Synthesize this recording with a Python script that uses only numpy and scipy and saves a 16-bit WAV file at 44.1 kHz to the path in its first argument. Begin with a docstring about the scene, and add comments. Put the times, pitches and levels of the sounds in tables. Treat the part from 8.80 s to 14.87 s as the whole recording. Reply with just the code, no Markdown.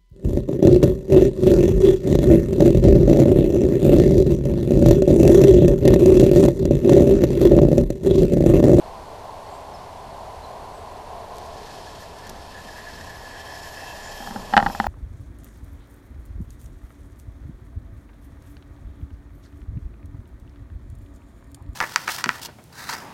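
"""A bow is drawn at the edge of a wood, heard from a microphone fixed to it.
At first there are only far traffic, low wind, a cricket and a few small birds. From 2.5 s a sleeve
rustles, and sliding friction on the rest makes the arrow hiss and ring at its shaft's resonances.
The hand shifts on the grip, and near 5 s the shaft briefly sings. Towards full draw, impacts excite
the bow's modes: it creaks and knocks hard enough to overload the microphone."""
import sys
import numpy as np
from scipy import signal
from scipy.fft import rfft, irfft, next_fast_len
from scipy.io import wavfile

SR = 44100
rng = np.random.default_rng(int(sys.argv[2]) if len(sys.argv) > 2 else 0)


def store_pcm(level_fs):
    """Save levels as 16-bit WAV."""
    pcm = np.round(np.clip(level_fs, -1, 1) * 32767).astype(np.int16)
    wavfile.write(sys.argv[1], SR, np.atleast_2d(pcm).T)


N = 267687
T = np.arange(N) / SR


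# friction following the speed of the draw, in three pulls: (time [s], relative level [dB])
DRAW_FRICTION = [(2.72, -54), (2.88, -48), (3.22, -50.5), (3.33, -53.5), (3.62, -53.5), (3.76, -49.5),
                 (4.1, -48.5), (4.35, -50.5), (5.1, -45.0), (5.45, -44.5), (5.7, -46.5)]
# hiss on the rest: (frequency [Hz], relative spectral density [dB])
HISS_SPECTRUM = [(1400, -20), (2300, -9), (3200, 1), (4500, 3.5), (5500, -0.5), (7000, -6), (9000, -11),
                 (10500, -18), (12000, -19), (15000, -39)]
# main shaft resonances: (frequency [Hz], bandwidth [Hz], gain [dB])
SHAFT_MODES = [(1721, 62, 15.5), (1862, 35, 5.5)]
# higher shaft resonances: (frequency [Hz], bandwidth [Hz], gain [dB])
SHAFT_OVERTONES = [(2606, 190, 1.5), (3182, 130, 4), (4460, 130, -2.5), (5300, 240, 3), (5400, 42, -10),
                   (5970, 140, -5), (7000, 470, -4), (7800, 170, -8.5), (9400, 240, -8),
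                   (11670, 1660, -9.5)]

def arrow(start_s=2.43, onset_s=0.18, full_draw_s=6, decay_s=0.93, hiss_db=-1, overtone_db=1, shaft_db=-1):
    """Forced vibration: sliding friction on the rest hisses and drives the modes of the hollow shaft."""
    onset = np.clip((T - start_s) / onset_s, 0, 1)
    fade = np.exp(-np.maximum(T - full_draw_s, 0) / decay_s)
    sliding = from_db(in_time(DRAW_FRICTION)) * onset * fade
    grain = from_db(1.25 * drift(90))
    friction = resonance(rng.standard_normal(N) * grain, hz=1770, width=450)
    shaft = rms_one(sum(from_db(db) * resonance(friction, hz, width) for hz, width, db in SHAFT_MODES))
    # the contact passes the nodes of each overtone, so they swell and fade in turn
    overtones = np.zeros(N)
    for hz, width, db in SHAFT_OVERTONES:
        overtones += from_db(db + 1.8 * drift(11)) * resonance(grain * rng.standard_normal(N), hz, width)
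    # further into the draw, more of the friction goes into ringing and less into plain hiss
    ring_share = np.interp(T, [2.7, 5.2], [.12, .65])
    hiss = from_db(hiss_db) * np.sqrt(1 - ring_share) * rms_one(grain * coloured_noise(HISS_SPECTRUM))
    ringing = from_db(overtone_db) * np.sqrt(ring_share) * rms_one(overtones)
    return sliding * (hiss + ringing) + from_db(shaft_db) * shaft_gain(sliding) * shaft


# the shaft catches on the rest: (time [s], relative level [dB])
SHAFT_CATCHES = [(2.89, -49), (3.08, -56), (3.22, -49), (3.47, -46), (3.77, -43), (3.99, -43), (4.08, -43),
                 (4.31, -42.5), (4.55, -40), (4.99, -40), (5.27, -39)]

def shaft_gain(sliding, coupling_db=4.0, antinode_s=4.57, antinode_half_s=0.52, catch_half_s=0.026):
    """Modal coupling: friction drives the main ring most at its antinode, and each catch swells it."""
    coupling = from_db(coupling_db + drift(20)) / np.hypot(1, (T - antinode_s) / antinode_half_s)
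    catches = swells([(s, db, catch_half_s) for s, db in SHAFT_CATCHES])
    return np.hypot(sliding * coupling, catches)


def squeal(at_s=5.07, half_s=0.059, pitch_hz=2670, level_db=-50):
    """Sharp resonance: the shaft briefly sings on one overtone."""
    band = resonance(rng.standard_normal(N), pitch_hz, width=90)
    tone = rms_one(resonance(band, pitch_hz, width=78))
    return swells([(at_s, level_db, half_s)]) * tone


# impacts in the bow: (time [s], strength [dB], low-mode boost [dB], relative rebound [dB])
BOW_IMPACTS = [(5.404, -23, 7, -10), (5.425, -21.5, 5, -8), (5.473, -20, 3, -8), (5.509, -22, 13, -13),
               (5.56, -16, 8.5, -6.5), (5.727, -17, 1, -9), (5.7365, -7, 2.5, 0), (5.7669, 3, -0.5, -9),
               (5.7764, 2.5, -2, -24), (5.790, -9, -7, -25), (5.7997, -9.5, 2, -0.5), (5.826, -9.5, 8, -22),
               (5.8621, -10, 8, 2), (5.899, -19, 11, -6), (5.949, -16.5, 3, -5), (6.0001, -4, 6.5, -20),
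               (6.042, -15.5, -10, -11), (6.0665, -10, -10, -10)]
# modes of bow and microphone mount: (frequency [Hz], gain [dB], 60 dB decay time [s])
BOW_MODES = [(72, -34.5, 0.14), (213.5, -21, 0.075), (326, -25.5, 0.015), (805, -6, 0.043),
             (909, -11, 0.045), (1300, -8, 0.009), (1540, -7, 0.011), (1760, -9.5, 0.018),
             (2940, -17, 0.022), (3420, -19, 0.029), (4020, -24, 0.029), (4320, -10, 0.015),
             (4840, -25, 0.0059), (6780, -25, 0.0046), (10300, -13, .005)]

def knocks(rebound_s=0.00365, contact_hz=2420, doubling_db=19, thud_below_hz=400, chatter_s=0.0025):
    """Impact excitation: each contact and its rebound ring the modes; harder is shorter and brighter."""
    t = np.arange(2048) / SR
    force = np.zeros((len(BOW_MODES), N + len(t)))
    is_low = np.array(BOW_MODES)[:, 0] < thud_below_hz
    rebounds = [(s + rebound_s, db + rebound_db, thud_db) for s, db, thud_db, rebound_db in BOW_IMPACTS]
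    for s, db, thud_db in [row[:3] for row in BOW_IMPACTS] + rebounds:
        contact = (t == 0) + 0.059 * rng.standard_normal(len(t)) * np.exp(-t / chatter_s)
        bright_hz = min(contact_hz * 2 ** (db / doubling_db), SR / 3)
        push = signal.sosfilt(signal.butter(2, bright_hz, fs=SR, output="sos"), contact)
        spot_db = 2 * rng.standard_normal(len(BOW_MODES))  # where it lands sets each mode's share
        shares = from_db(db + thud_db * is_low + spot_db)
        at = min(round(s * SR), N)
        force[:, at:at + len(t)] += np.outer(shares, push)
    return mount(sum(from_db(db) * ring(f[:N], hz, t60) for f, (hz, db, t60) in zip(force, BOW_MODES)))


def mount(x, bend_hz=1500, bend_width_hz=1300, muffle_hz=4300):
    """Dispersion spreads bending waves in time; the mount adds an antiresonance, the housing muffles."""
    r = np.exp(-np.pi * bend_width_hz / SR)
    poles = [1, -2 * r * np.cos(2 * np.pi * bend_hz / SR), r * r]
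    for _ in range(2):  # all-pass stages
        x = signal.lfilter(poles[::-1], poles, x)
    notched = x - .85 * resonance(x, hz=2280, width=560)
    return signal.sosfilt(signal.butter(1, muffle_hz, fs=SR, output="sos"), notched)


# the hand shifts on the grip: (time [s], level [dB], half-width [s])
HAND_SHIFTS = [(3.5, -41.5, 0.036), (3.85, -48, 0.074), (4.22, -47, 0.065), (5.55, -35.5, 0.075),
               (5.84, -27, .052), (6.04, -38, .04)]
# rumble of the grip: (frequency [Hz], relative spectral density [dB])
GRIP_SPECTRUM = [(20, 0.5), (36, 5.5), (70, -22), (130, -10), (215, -3.5), (300, -19), (500, -14.5),
                 (820, -22.5), (1200, -20), (2500, -53)]

def grip(shudder_db=2.0):
    """Structure-borne sound: each shift of the hand sends an uneven rumble through the loaded bow."""
    shudder = from_db(shudder_db * drift(50))
    return swells(HAND_SHIFTS) * rms_one(shudder * coloured_noise(GRIP_SPECTRUM))


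# rustles, from soft brushes to sharp ticks: (time [s], level [dB], half-width [s])
SLEEVE_RUSTLES = [(2.5475, -42, .0004), (2.5585, -36, .0003), (2.569, -35, .0003), (2.584, -32, .0003),
                  (2.66, -53, .008), (3.21, -51, .02), (3.388, -42, .0005), (3.47, -39, .0008),
                  (3.476, -37, .0006), (3.4947, -31, .0004), (3.498, -37, .0013)]
# rubbing cloth: (frequency [Hz], relative spectral density [dB])
CLOTH_SPECTRUM = [(1500, -16), (3000, -2), (6000, 0), (9000, -6), (12000, -6), (15000, -12)]

def sleeve(grain_db=3):
    """Friction noise: the fibres of stiff cloth give grainy brushes and crisp ticks."""
    fibres = from_db(grain_db * drift(900))
    return swells(SLEEVE_RUSTLES) * rms_one(fibres * coloured_noise(CLOTH_SPECTRUM))


# contact calls: (time [s], duration [s], start pitch [Hz], end pitch [Hz], relative level [dB])
BIRD_NOTES = [(.69, .1, 8350, 8150, -59), (.69, .09, 7500, 7450, -59), (0.933, 0.036, 5430, 4970, -45.5),
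              (1.631, .025, 4450, 3620, -44.5), (1.92, .09, 8070, 7950, -55)]

def birds(gain_db=-2.0, waver_hz=90, echo_db=-4.5, echo_s=.12):
    """Frequency modulation makes thin, unsteady notes; scattering by the trees adds a faint tail."""
    notes, waver = np.zeros(N), waver_hz * drift(250)
    for s, length, start_hz, end_hz, db in BIRD_NOTES:
        along = np.clip((T - s) / length, 0, 1)
        phase = 2 * np.pi * np.cumsum(start_hz + (end_hz - start_hz) * along + waver) / SR
        notes += from_db(db + gain_db) * np.sin(np.pi * along) * np.sin(phase)
    trees = (rng.standard_normal(N) * np.exp(-T / echo_s))[:SR // 2]
    echo = signal.fftconvolve(notes, trees / np.linalg.norm(trees))[:N]
    return notes + from_db(echo_db) * echo


def cricket(level_db=-55.5, pitch_hz=4350, fall_hz=1600, strokes_per_s=38):
    """Stridulation: each wing stroke is a short falling tone."""
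    stroke = np.cumsum(strokes_per_s * (1 + .2 * drift(30))) / SR % 1
    phase = 2 * np.pi * np.cumsum(pitch_hz + fall_hz * (.5 - stroke) + 60 * drift(40)) / SR
    swell = np.sin(np.pi * stroke) ** 6 * from_db(2 * drift(25))
    return from_db(level_db) * swell * np.sin(phase)


# roar of the far road: (time [s], relative level [dB])
ROAD_LEVEL = [(0.0, -39.5), (0.73, -38), (1.03, -39.5), (2.64, -38.5), (3.17, -43.5), (4.1, -45),
              (5.35, -41.5)]
# distant tyres: (frequency [Hz], relative spectral density [dB])
TYRE_SPECTRUM = [(200, -34), (330, -19.5), (410, -6.5), (500, -8.5), (670, 1), (800, -1), (900, -1.5),
                 (1050, -1.5), (1250, -21), (1700, -42.5)]

def traffic(gain_db=0.1, waver_db=0.7, drone_db=-52, nearest_s=2.74, passing_s=0.66):
    """Spherical spreading: over the tyre roar, one passing drone varies inversely with distance."""
    tyre_db = in_time(ROAD_LEVEL) + gain_db + waver_db * drift(14)
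    tyres = from_db(tyre_db) * coloured_noise(TYRE_SPECTRUM)
    drone = rms_one(resonance(rng.standard_normal(N), hz=412, width=45))
    distance = np.hypot(1, (T - nearest_s) / passing_s)  # 1 at closest approach
    return tyres + from_db(drone_db) * drone / distance


# wind and leaves: (frequency [Hz], relative spectral density [dB])
WIND_SPECTRUM = [(20, -1), (33, 3), (52, -4), (78, 1.5), (110, -5.5), (220, -10), (1400, -17),
                 (2300, -22.5), (4400, -25), (6000, -29.5), (9500, -34.5), (11500, -35), (15000, -55)]

def wind(level_db=-43.5):
    """Stationary broadband noise: low wind with a hiss of leaves."""
    return from_db(level_db) * coloured_noise(WIND_SPECTRUM)


def from_db(db):
    """Decibels to amplitude ratio."""
    return 10 ** (np.asarray(db) / 20)


def rms_one(x):
    """Normalisation to unit power."""
    return x / np.sqrt(np.mean(x ** 2) + 1e-20)


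def in_time(rows):
    """Linear interpolation of (time [s], level [dB]) at every sample."""
    return np.interp(T, *np.transpose(rows))


def swells(rows):
    """Gaussian envelopes from (time [s], level [dB], half-width [s]); a half-width is one sigma."""
    return sum(from_db(db) * np.exp(-.5 * ((T - s) / half) ** 2) for s, db, half in rows)


def drift(rate):
    """Random modulation of unit power, through `rate` new values a second."""
    knots = rng.standard_normal(4096)
    return rms_one(np.interp(T * rate, np.arange(len(knots)), knots))


def coloured_noise(spectrum):
    """Spectral shaping of white noise, rolled off below 10 Hz and scaled to unit power."""
    hz, db = np.transpose(spectrum)
    size = 2 * next_fast_len(N)
    bins = np.maximum(np.fft.rfftfreq(size, 1 / SR), 1)
    gain = from_db(np.interp(np.log(bins), np.log(hz), db)) * bins / np.hypot(bins, 10)
    return rms_one(irfft(rfft(rng.standard_normal(size)) * gain)[:N])


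def resonance(x, hz, width):
    """Driven resonator: a two-pole band-pass, `width` Hz wide, with peak gain 1."""
    r = np.exp(-np.pi * width / SR)
    poles = [1, -2 * r * np.cos(2 * np.pi * hz / SR), r * r]
    return signal.lfilter(np.array([1, 0, -1]) * (1 - r * r) / 2, poles, x)


def ring(force, hz, t60):
    """Damped oscillator: a unit impulse starts a decaying cosine of height 1."""
    r, w = from_db(-60 / (t60 * SR)), 2 * np.pi * hz / SR
    return signal.lfilter([1, -r * np.cos(w)], [1, -2 * r * np.cos(w), r * r], force + 1e-18)


def scene():
    """Superposition: the wood's edge and the bow add in one channel."""
    background = traffic() + wind() + cricket() + birds()
    return (background + arrow() + squeal() + sleeve() + knocks() + grip())[None]


def record(dry):
    """Saturation: the hardest knocks clip, then a steep low-pass cuts the top."""
    low_pass = signal.ellip(10, .1, 70, 15300, fs=SR, output="sos")
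    return signal.sosfilt(low_pass, np.clip(dry, -1, 1))


dry = scene()
out = record(dry)
store_pcm(out)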